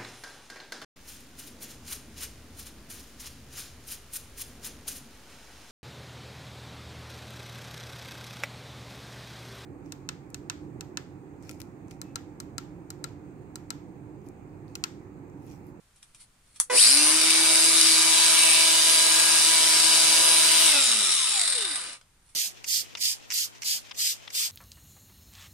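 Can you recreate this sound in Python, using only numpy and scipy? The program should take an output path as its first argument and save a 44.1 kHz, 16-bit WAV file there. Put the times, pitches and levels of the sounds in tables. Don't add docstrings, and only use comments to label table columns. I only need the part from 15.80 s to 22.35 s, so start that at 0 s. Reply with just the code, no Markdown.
import sys
import numpy as np
from scipy import signal
from scipy.fft import rfft, irfft, next_fast_len
from scipy.io import wavfile
from scipy.ndimage import uniform_filter1d, map_coordinates

SR = 44100
rng = np.random.default_rng(int(sys.argv[2]) if len(sys.argv) > 2 else 0)


def waveform_to_disk(signal):
    frames = np.transpose(np.atleast_2d(signal))
    scaled = np.clip(frames, -1, 1) * 32767
    samples = np.round(scaled).astype(np.int16)
    wavfile.write(sys.argv[1], SR, samples)


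N = 288847

TEETH = 19
GEAR_RATIO = TEETH / 39
BLADES = 7
FULL_HZ = 327.2
ON_S, SOFT_END_S, OFF_S = .9, 1.03, 4.86

# frequency in Hz, likeness (1 = the same).
ALIKE = [(100, 1), (300, 0.98), (550, 0.89), (1000, 0.46), (2000, 0.83), (4000, 0.44), (9000, 0.074)]
# centre in Hz, width in Hz, lift in dB.
HEAD = [(1203.5, 20, 9), (1320, 35, 2.5), (1546, 410, 2), (2375, 40, 2.5), (2964, 97, 2.5), (3640, 120, 0),
        (3800, 410, 3), (4830, 800, 3.5), (5430, 80, 6), (8240, 330, 1), (9710, 330, 2.5)]
# frequency in Hz, relative level in dB.
SWITCH_COLOUR = [(180, -70.5), (300, -42), (526, -50), (922, -19), (1180, -18), (1640, -20), (3280, -12.5),
                 (4200, -16), (5500, -12.5), (6360, -15), (8280, -5.5), (10600, -7.5), (12500, -35),
                 (15500, -35.5)]
# time in seconds, envelope peak in dB, 60 dB decay in seconds.
LAST_TICK = [(6.2128, -49, .018)]


def amp(db):
    return 10 ** (np.asarray(db) / 20)


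def unit(x):
    return x / np.sqrt(np.mean(x ** 2) + 1e-20)


def along(points, hz):
    f, v = np.transpose(points)
    return np.interp(np.log(hz + 1), np.log(f + 1), v)


def clock():
    return np.arange(N) / SR


def curves(rows):
    s, *cols = np.transpose(rows)
    return [np.interp(clock(), s, c) for c in cols]


def ramp(start, end):
    return np.clip((clock() - start) / max(end - start, 1 / SR), 0, 1)


def swell(s, length):
    return np.exp(-((clock() - s) / length) ** 2)


def strikes(rows):
    return sum((clock() >= s) * amp(db - 60 * np.abs(clock() - s) / decay) for s, db, decay in rows)


def wobble(rate):
    t = clock()
    coarse = t[::32]
    knots = rng.standard_normal(int(N * rate / SR) + 4)
    return np.interp(t, coarse, map_coordinates(knots, [coarse * rate], order=2))


def lift_db(resonances, hz):
    return sum(db / (1 + (2 * (hz - centre) / width) ** 2) for centre, width, db in resonances)


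def filtered(x, response):
    m = next_fast_len(N + SR // 2)
    return irfft(rfft(x, m) * response(np.fft.rfftfreq(m, 1 / SR)), m)[..., :N]


def coloured(x, colour_db):
    size = 4096
    gain = unit(amp(colour_db(np.fft.rfftfreq(size, 1 / SR))))
    cepstrum = irfft(np.log(gain + 1e-6))
    cepstrum[1:size // 2] *= 2
    cepstrum[size // 2 + 1:] = 0
    impulse = irfft(np.exp(rfft(cepstrum)))
    return signal.fftconvolve(x, impulse[None], axes=1)[:, :N]


def noise(alike):
    def mid_side_gains(hz):
        turn = np.arccos(np.clip(along(alike, hz), -1, 1)) / 2
        return np.array([np.cos(turn), np.sin(turn)])

    mid, side = filtered(rng.standard_normal((2, N)), mid_side_gains)
    return unit(np.array([mid + side, mid - side]))


def patchy(x, depth_db, flares=()):
    hz, t, z = signal.stft(x, SR, nperseg=512)
    field = uniform_filter1d(rng.standard_normal(z.shape), size=4, axis=1)
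    field = uniform_filter1d(field, size=36, axis=2)
    flare_db = sum(np.outer(lift_db([band], hz), np.exp(-((t - s) / length) ** 2))
                   for s, length, *band in flares)
    return signal.istft(z * amp(depth_db * unit(field) + flare_db), nperseg=512)[1][:, :N]


def tone(turns, multiple, flutter_db, blur):
    phase = 2 * np.pi * (multiple * turns + rng.random()) + blur * wobble(70)
    apart = .09 * np.sqrt(multiple) * wobble(2)
    size = amp(flutter_db * (wobble(5.59) / 4 + wobble(35)))
    return np.sqrt(2) * size * np.sin([phase + apart, phase - apart])


def direct_tone(turns, multiple, flutter_db, blur, rate=110):
    phase = 2 * np.pi * (multiple * turns + rng.random()) + blur * wobble(rate)
    return np.sqrt(2) * amp(flutter_db * wobble(30)) * np.sin(phase)


def quiet_room():
    # frequency in Hz, likeness of left and right.
    still = [(40, .999), (120, 0.95), (300, 0.66), (1000, 0.36), (5000, .1)]
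    # frequency in Hz, relative level in dB.
    quiet = [(20, -7.5), (65, -13), (130, -15), (260, -23), (500, -28), (1300, -25.5), (2300, -28.5),
             (6000, -31.5), (9400, -29), (12400, -39), (15500, -45)]
    return amp(-63.0) * coloured(noise(still), lambda hz: along(quiet, hz))


def workshop(x, wet_db, t60):
    t = np.arange(SR // 3) / SR
    tail = rng.standard_normal((2, len(t))) * amp(-60 * t / t60) * (t > .002)
    tail /= np.linalg.norm(tail, axis=1, keepdims=True)
    return x + amp(wet_db) * signal.fftconvolve(x, tail, axes=1)[:, :N]


def ports(hz):
    # frequency in Hz, left minus right in dB.
    lean = [(60, -3), (92, -0.5), (140, 2), (210, -0.5), (330, -1), (500, -10), (770, -1.5), (1170, 1),
            (1790, 2), (2740, -2.5), (4190, -0.5), (6410, 1.5), (9810, 3), (15000, -1)]
    # frequency in Hz, radians by which left leads.
    lead = [(170, 0), (330, -1.1), (690, -2.5), (950, -6), (2580, -7.5), (3790, -6.5), (4910, -12.5),
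            (5940, -11.5), (6980, -22), (8350, -19.5), (8790, -22), (12500, -27), (15800, -32)]
    half = amp(along(lean, hz) / 2) * np.exp(.5j * along(lead, hz))
    return np.array([half, 1 / half]) * hz ** 2 / (hz ** 2 + 70 ** 2)


def thumb():
    slip_db, slip_rate = 3, 400
    # time in seconds, envelope peak in dB, 60 dB decay in seconds.
    tick_rows = [(.16, -59, 0.14), (.225, -56, 0.033), (.2285, -42, 0.02), (.3472, -45.5, 0.029),
                 (.358, -57, 0.088), (.7598, -45.5, .06), (6.49, -58, .1)]
    # time in seconds, half-length in seconds, swell peak in dB.
    rubs = [(.29, 0.078, -71), (0.414, 0.024, -51), (0.708, 0.079, -67), (0.766, 0.02, -58.5),
            (6.5, .07, -65.5)]
    # centre in Hz, width in Hz, lift in dB.
    slider = [(1250, 250, 5), (1650, 200, 5), (2380, 150, 10), (3760, 220, 7), (5600, 300, 6),
              (6300, 250, 4), (9900, 300, 4)]
    # centre in Hz, width in Hz, lift in dB.
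    housing = [(2200, 300, 10), (4330, 400, 13), (7360, 200, 3), (9600, 600, 8)]
    ticks = coloured(strikes(tick_rows) * noise(ALIKE),
                     lambda hz: along(SWITCH_COLOUR, hz) + lift_db(slider, hz))
    slips = unit(amp(slip_db * wobble(slip_rate)))
    force = sum(amp(db) * swell(s, length) for s, length, db in rubs) * slips
    return ticks + coloured(force * noise(ALIKE), lambda hz: along(SWITCH_COLOUR, hz) + lift_db(housing, hz))


def switch():
    # time in seconds, envelope peak in dB, 60 dB decay in seconds.
    snaps = [(.797, -41.5, 0.0085), (.8005, -4.5, 0.0045), (4.8635, -10, 0.014)]
    return coloured(strikes(snaps) * noise(ALIKE), lambda hz: along(SWITCH_COLOUR, hz))


def soft_start():
    chop_hz, dull_hz = 497, 1000
    # frequency in Hz, relative level in dB.
    buzz_colour = [(150, -38), (330, -13.5), (500, -9.5), (1000, -12), (1500, -17), (2000, -13),
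                   (3000, -24), (5000, -29), (9000, -25.5), (14000, -58.5)]
    pulses = np.diff(np.floor(clock() * chop_hz + .025 * wobble(250)), prepend=0)
    pulses = unit(pulses - pulses.mean())
    dull = filtered(pulses, lambda hz: 1 / (1 + (hz / dull_hz) ** 4))
    dulling = ramp(ON_S + .012, ON_S + .05)
    pulses = (1 - dulling) * pulses + dulling * dull
    powered = ramp(ON_S - .002, ON_S)
    buzz = amp(-26.5) * pulses * powered * (1 - ramp(ON_S + .035, ON_S + .105))
    kick = amp(-30) * noise(ALIKE) * powered * swell(ON_S + .04, .035)
    return coloured(buzz + kick, lambda hz: along(buzz_colour, hz))


def motor_speed():
    soft_end_hz, spin_up_s = 222, .128
    drag_s, friction_hz_per_s = 1.305, 142
    t = clock()
    missing = (FULL_HZ - soft_end_hz) * np.exp(-np.maximum(t - SOFT_END_S, 0) / spin_up_s)
    driven = ramp(ON_S, SOFT_END_S) * (FULL_HZ - missing)
    friction = friction_hz_per_s * drag_s
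    coasting = (FULL_HZ + friction) * np.exp(-np.maximum(t - OFF_S, 0) / drag_s) - friction
    return np.maximum(np.minimum(driven, coasting), 0)


def strain():
    build_s, ease_s = .075, .21
    return ramp(ON_S, ON_S + build_s) ** 2 * np.exp(-np.maximum(clock() - SOFT_END_S, 0) / ease_s)


def tilt_db(multiple):
    # time in seconds, half-length in seconds, multiple of the motor speed, lift (or dip) in dB.
    tilts = [(1.62, .12, 3, 4), (1.62, .1, 5, 4), (1.75, .2, 2, 7), (1.55, .25, 14, 8), (1.75, .12, 15, 7),
             (2.5, .25, 2, 2), (2.85, .13, 9, 6), (3.48, .17, 5, 7), (1.65, .15, 7, 5), (2.1, .1, 7, 4),
             (2.7, .25, 7, 5), (3.3, .25, 7, -8), (3.76, .05, 7, 7), (3.62, .03, 9, 7), (3.95, .25, 14, 5),
             (4.5, .25, 15, 3), (4.72, .12, 9, 4)]
    return sum(db * swell(s, length) for s, length, k, db in tilts if k == multiple)


def fan(speed):
    air_db, air_power = -29.5, 1.9
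    bearing_db, bearing_power = -37.5, 0.17
    # frequency in Hz, relative level in dB.
    air_colour = [(30, -67), (80, -45.5), (130, -21.5), (210, -16.5), (300, -10), (420, -11), (800, -3),
                  (1500, -5.5), (2600, -1), (4000, -7), (9000, -5.5), (11200, -28), (15000, -38.5)]
    pace = speed / FULL_HZ
    air = amp(air_db) * pace ** air_power
    bearings = amp(bearing_db) * pace ** bearing_power * np.tanh(speed / 8)
    rush = patchy(noise(ALIKE), depth_db=2)
    return coloured(rush * (np.hypot(air, bearings) + strikes(LAST_TICK)),
                    lambda hz: along(air_colour, hz) + lift_db(HEAD, hz))


def blades(speed, turns):
    base_db, drift_db = -58, .8
    low_hz = 290
    # multiple of the blade rate, dB against the blade tone.
    overtones = [(2, -15), (3, -15)]
    # centre in Hz, width in Hz, lift (or dip) in dB.
    vents = [(295, 50, 7), (385, 110, 11.5), (490, 130, 7.5), (640, 70, -5), (770, 120, 16.5),
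             (1010, 130, 8), (1300, 260, 11.5), (2260, 440, 17)]
    out = np.zeros(N)
    for k, db in [(1, 0.0034)] + overtones:
        hz = k * BLADES * speed
        radiated = hz ** 4 / (hz ** 4 + low_hz ** 4)
        level_db = base_db + db + lift_db(vents, hz) + tilt_db(k * BLADES) + drift_db * wobble(4)
        out += amp(level_db) * radiated * direct_tone(turns, k * BLADES, flutter_db=2.4, blur=.2)
    return out


def whine(speed, turns):
    hum_db, hum_facing_db, hum_power = -47.8, 8.5, 3.2
    # multiple of its speed, full-speed level in dB before tilt and facing.
    motor_orders = [(2, -41), (3, -40.5), (4, -54), (5, -42.5), (9, -41.5), (12, -36.5), (14, -39.5),
                    (15, -36), (18, -40.5), (20, -42), (28, -34.5)]
    # multiple of its speed, full-speed level in dB.
    spindle_orders = [(1, -58.5), (3, -53.5), (8, -55), (22, -48), (24, -43.5), (35, -43), (40, -42),
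                      (52, -42)]
    # centre in Hz, width in Hz, lift (or dip) in dB.
    body = [(140, 40, 10), (180, 22, -14), (213, 34, 13), (293, 34, 11)]
    pace = speed / FULL_HZ
    unturned = 1 - ramp(2.08, 2.42)
    rung_up = 1 - strain() ** 2
    hum = amp(hum_db + hum_facing_db * unturned + rung_up * lift_db(body, speed)) * pace ** hum_power
    hum = hum * (1 - 0.75 * strain() ** 2) * tone(turns, 1, flutter_db=1.7, blur=0.037)
    motor = sum(amp(db + tilt_db(k)) * pace ** min(1.55 * k, 3.5)
                * tone(turns, k, flutter_db=2.4, blur=.03 * k) for k, db in motor_orders)
    spindle = sum(amp(db) * tone(turns * GEAR_RATIO, k, flutter_db=1, blur=0.25) for k, db in spindle_orders)
    facing = amp(-0.5 - 6.9 * unturned)
    return hum + facing * motor + pace ** 4.1 * spindle


def squeals(speed, turns):
    mesh_db = -40.5
    # centre in Hz, width in Hz, lift in dB.
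    gear_modes = [(2480, 300, 8.5), (3080, 400, 10.5), (3850, 300, 13), (4720, 380, 21), (5220, 300, 16.5)]
    # time in seconds, half-length in seconds, multiple of the motor speed, level in dB before throb.
    brief_orders = [(1.085, .02, 28, -28), (1.19, .03, 20, -32), (1.21, .03, 9, -33), (1.28, .03, 19, -35),
                    (4.97, .045, 9, -31.5), (4.975, .04, 5, -39), (4.97, .08, 2, -40), (4.92, .03, 7, -37),
                    (5.01, .04, 14, -35), (5.12, .03, 5, -45), (4.95, .04, 3, -43), (5.22, .14, 2, -49),
                    (5.05, .06, 28, -29.5), (5.21, .06, 28, -39), (5.3, .15, 15, -47), (5.4, .035, 42, -38),
                    (5.56, .09, 21, -44)]
    shudder = .25 + .12 * ramp(1.0, SOFT_END_S)
    mesh = amp(mesh_db + lift_db(gear_modes, TEETH * speed)) * strain()
    mesh = mesh * direct_tone(turns, TEETH, flutter_db=2, blur=shudder, rate=300)
    brief = sum(amp(db) * swell(s, length) * direct_tone(turns, k, flutter_db=1.5, blur=.25)
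                for s, length, k, db in brief_orders)
    throb = np.cos(2 * np.pi * turns)
    return mesh * (1 + .85 * throb) + brief * (1 + .4 * throb)


def settle():
    # frequency in Hz, level in dB, 60 dB decay in seconds.
    modes = [(1510, -62, .05), (3180, -64, 0.11), (3430, -63, .08), (4936, -63, .15)]
    t = np.maximum(clock() - LAST_TICK[0][0], 0)
    return sum(amp(db - 60 * t / t60) * np.sin(2 * np.pi * hz * t) for hz, db, t60 in modes)


def rattle_level(speed):
    gain_db, strain_db, coast_db = -0.5, 9.7, -22.5
    power, coast_power, knee_hz = 0.12, 0.18, 54.3
    slacken_s = 0.094
    # time in seconds, level in dB.
    level_rows = [(1.45, -24), (1.7, -22.5), (1.95, -23), (1.98, -21.5), (2.29, -20.5), (2.39, -19.5),
                  (3.35, -20), (4.73, -19.5), (4.8, -18.5)]
    powered_db = curves(level_rows)[0] + gain_db + strain_db * strain()
    slack = ramp(OFF_S, OFF_S + slacken_s)
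    level_db = (1 - slack) * powered_db + slack * coast_db
    growth = (speed / FULL_HZ) ** (power + slack * coast_power)
    return amp(level_db) * growth * speed / np.hypot(speed, knee_hz)


def knocks(turns, swing_db, scatter_db):
    ring_s = .00055
    at = np.flatnonzero(np.diff(np.floor(TEETH * turns)) > 0)
    power = np.zeros(N)
    uneven_db = scatter_db[at] * np.minimum(rng.standard_normal(len(at)), 2)
    power[at] = amp(swing_db[at] + uneven_db) ** 2
    power = signal.lfilter([1], [1, -np.exp(-1 / (ring_s * SR))], power)
    mean = uniform_filter1d(uniform_filter1d(power, size=1500), size=1500)
    return np.sqrt(power / (np.abs(mean) + 1e-6))


def gears(speed, turns):
    tight_s, lurch_db = 5.68, 1.3
    # frequency in Hz, relative level in dB.
    pulling = [(880, -45.5), (1500, -14.5), (1810, -17.5), (2170, -12), (2750, -8), (3310, -15),
               (3910, -7.5), (4310, -3.5), (4940, -3), (6820, -10.5), (9600, 3.5), (11900, -21),
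               (13800, -23), (15500, -46.5)]
    running = [(880, -44), (1500, -14), (1590, -24), (2030, -10), (2860, -3), (3340, -4), (3800, -0.5),
               (4230, -2), (4750, -3), (5900, -3.5), (7000, -3.5), (7500, -3.5), (9510, 4), (11000, -9.5),
               (13900, -17.5), (15500, -40)]
    coasting_colour = [(590, -70), (1000, -33), (1290, -12.5), (1410, -18.5), (2060, -15), (3300, -8.5),
                       (3830, -0.5), (4190, -8), (4900, -11.5), (5500, -8), (6190, -15.5), (7400, -7),
                       (9400, -2), (10000, -4.5), (10700, -15.5), (11500, -27), (14300, -29), (15500, -68)]
    rolling_colour = [(590, -29), (1000, -15), (1500, -10.5), (2060, -7), (3300, -14.5), (3800, -2.5),
                      (4190, -3.5), (5400, -7.5), (6300, -16), (8600, 1), (9500, 0.5), (10100, -3),
                      (11200, -29), (15500, -73)]
    # centre in Hz, width in Hz, lift in dB.
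    scrape_ring = [(1520, 120, 6), (2000, 120, 3), (2450, 90, 7), (2930, 110, 4), (3640, 110, 9),
                   (4160, 90, 4), (4880, 130, 1), (8810, 150, 6)]
    # time in seconds, half-length in seconds, Hz, width in Hz, lift in dB.
    flare_rows = [(1.03, .022, 3850, 400, 6), (.99, .03, 4900, 900, -3), (1.3, .15, 6000, 500, 4),
                  (1.65, .13, 1200, 1100, 6), (1.65, .06, 5250, 500, -5), (1.98, .05, 3800, 800, 3),
                  (2.08, .07, 5100, 600, 4), (2.42, .15, 7300, 700, 3), (2.72, .12, 2600, 350, 7),
                  (3.1, .17, 2600, 400, -6), (2.8, .3, 8750, 350, 4), (5.33, .08, 5550, 500, 7),
                  (5.3, .15, 6300, 600, 4), (5.53, .08, 5400, 500, 5), (5.56, .07, 7300, 600, 6),
                  (5.62, .1, 2000, 450, 5), (5.66, .12, 2950, 500, -6), (5.82, .07, 9400, 700, -5),
                  (5.8, .15, 4900, 800, -3)]
    # time in seconds, envelope peak in dB, 60 dB decay in seconds.
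    clacks = [(1.1725, -11, .014), (1.4153, -14, .012), (1.5059, -12, .012), (1.7566, -13, .012),
              (2.0123, -11, .012), (2.0699, -13, .012), (2.5904, -13, .012), (2.6343, -13, .012),
              (2.9533, -13, .012), (3.0973, -14, .012), (3.3988, -15, .012), (4.0005, -14, .012),
              (4.7168, -14, .012), (5.1157, -16, .02), (5.3222, -18, .025), (5.5956, -19, .02),
              (5.615, -19, .02), (5.6769, -20, .035), (5.7238, -22, .04), (5.8216, -24, .06),
              (5.911, -26, .05), (5.9563, -24, .07), (6.129, -39, .05)]
    settled, coasting = ramp(1.2, 2.246), ramp(4.87, 5.15)
    rolling = ramp(5.55, 5.9)
    loose, launching = ramp(1.0, 1.1), 1 - ramp(1.1, 1.25)
    tight = np.cos(2 * np.pi * (turns - turns[round(tight_s * SR)]) * GEAR_RATIO)
    spindle_swing = (5.2 - 2 * settled - .6 * coasting) * tight
    motor_swing = (1.4 + 5.2 * launching) * np.cos(2 * np.pi * turns)
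    force = knocks(turns, loose * (spindle_swing + motor_swing), scatter_db=1.5 + 1.1 * loose)
    bouncing = np.clip(speed / 90, 0, 1)
    grit = unit(amp(2.5 * wobble(350)))
    force = np.sqrt(bouncing * force ** 2 + (1 - bouncing) * grit ** 2) * amp(lurch_db * rolling * tight)
    clatter = patchy(noise(ALIKE), depth_db=2.5, flares=flare_rows)
    contacts = clatter * np.hypot(force * rattle_level(speed), strikes(clacks))
    states = [(pulling, HEAD, 1 - settled), (running, HEAD, settled * (1 - coasting)),
              (coasting_colour, HEAD, coasting * (1 - rolling)), (rolling_colour, HEAD + scrape_ring, rolling)]
    return sum(coloured(contacts * np.sqrt(share), lambda hz: along(colour, hz) + lift_db(ring, hz))
               for colour, ring, share in states)


def scene():
    speed = motor_speed()
    turns = np.cumsum(speed) / SR
    clatter = workshop(gears(speed, turns) + fan(speed), wet_db=-7, t60=.16)
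    tool = filtered(clatter + settle() + soft_start() + whine(speed, turns), ports)
    machine = tool + blades(speed, turns) + squeals(speed, turns)
    hand = workshop(switch() + thumb(), wet_db=-3.5, t60=0.12)
    return machine + hand + quiet_room()


def record(dry):
    top_hz = 15600
    rounded = dry / (1 + np.abs(dry / .92) ** 6) ** (1 / 6)
    return filtered(rounded, lambda hz: hz < top_hz)


dry = scene()
out = record(dry)
waveform_to_disk(out)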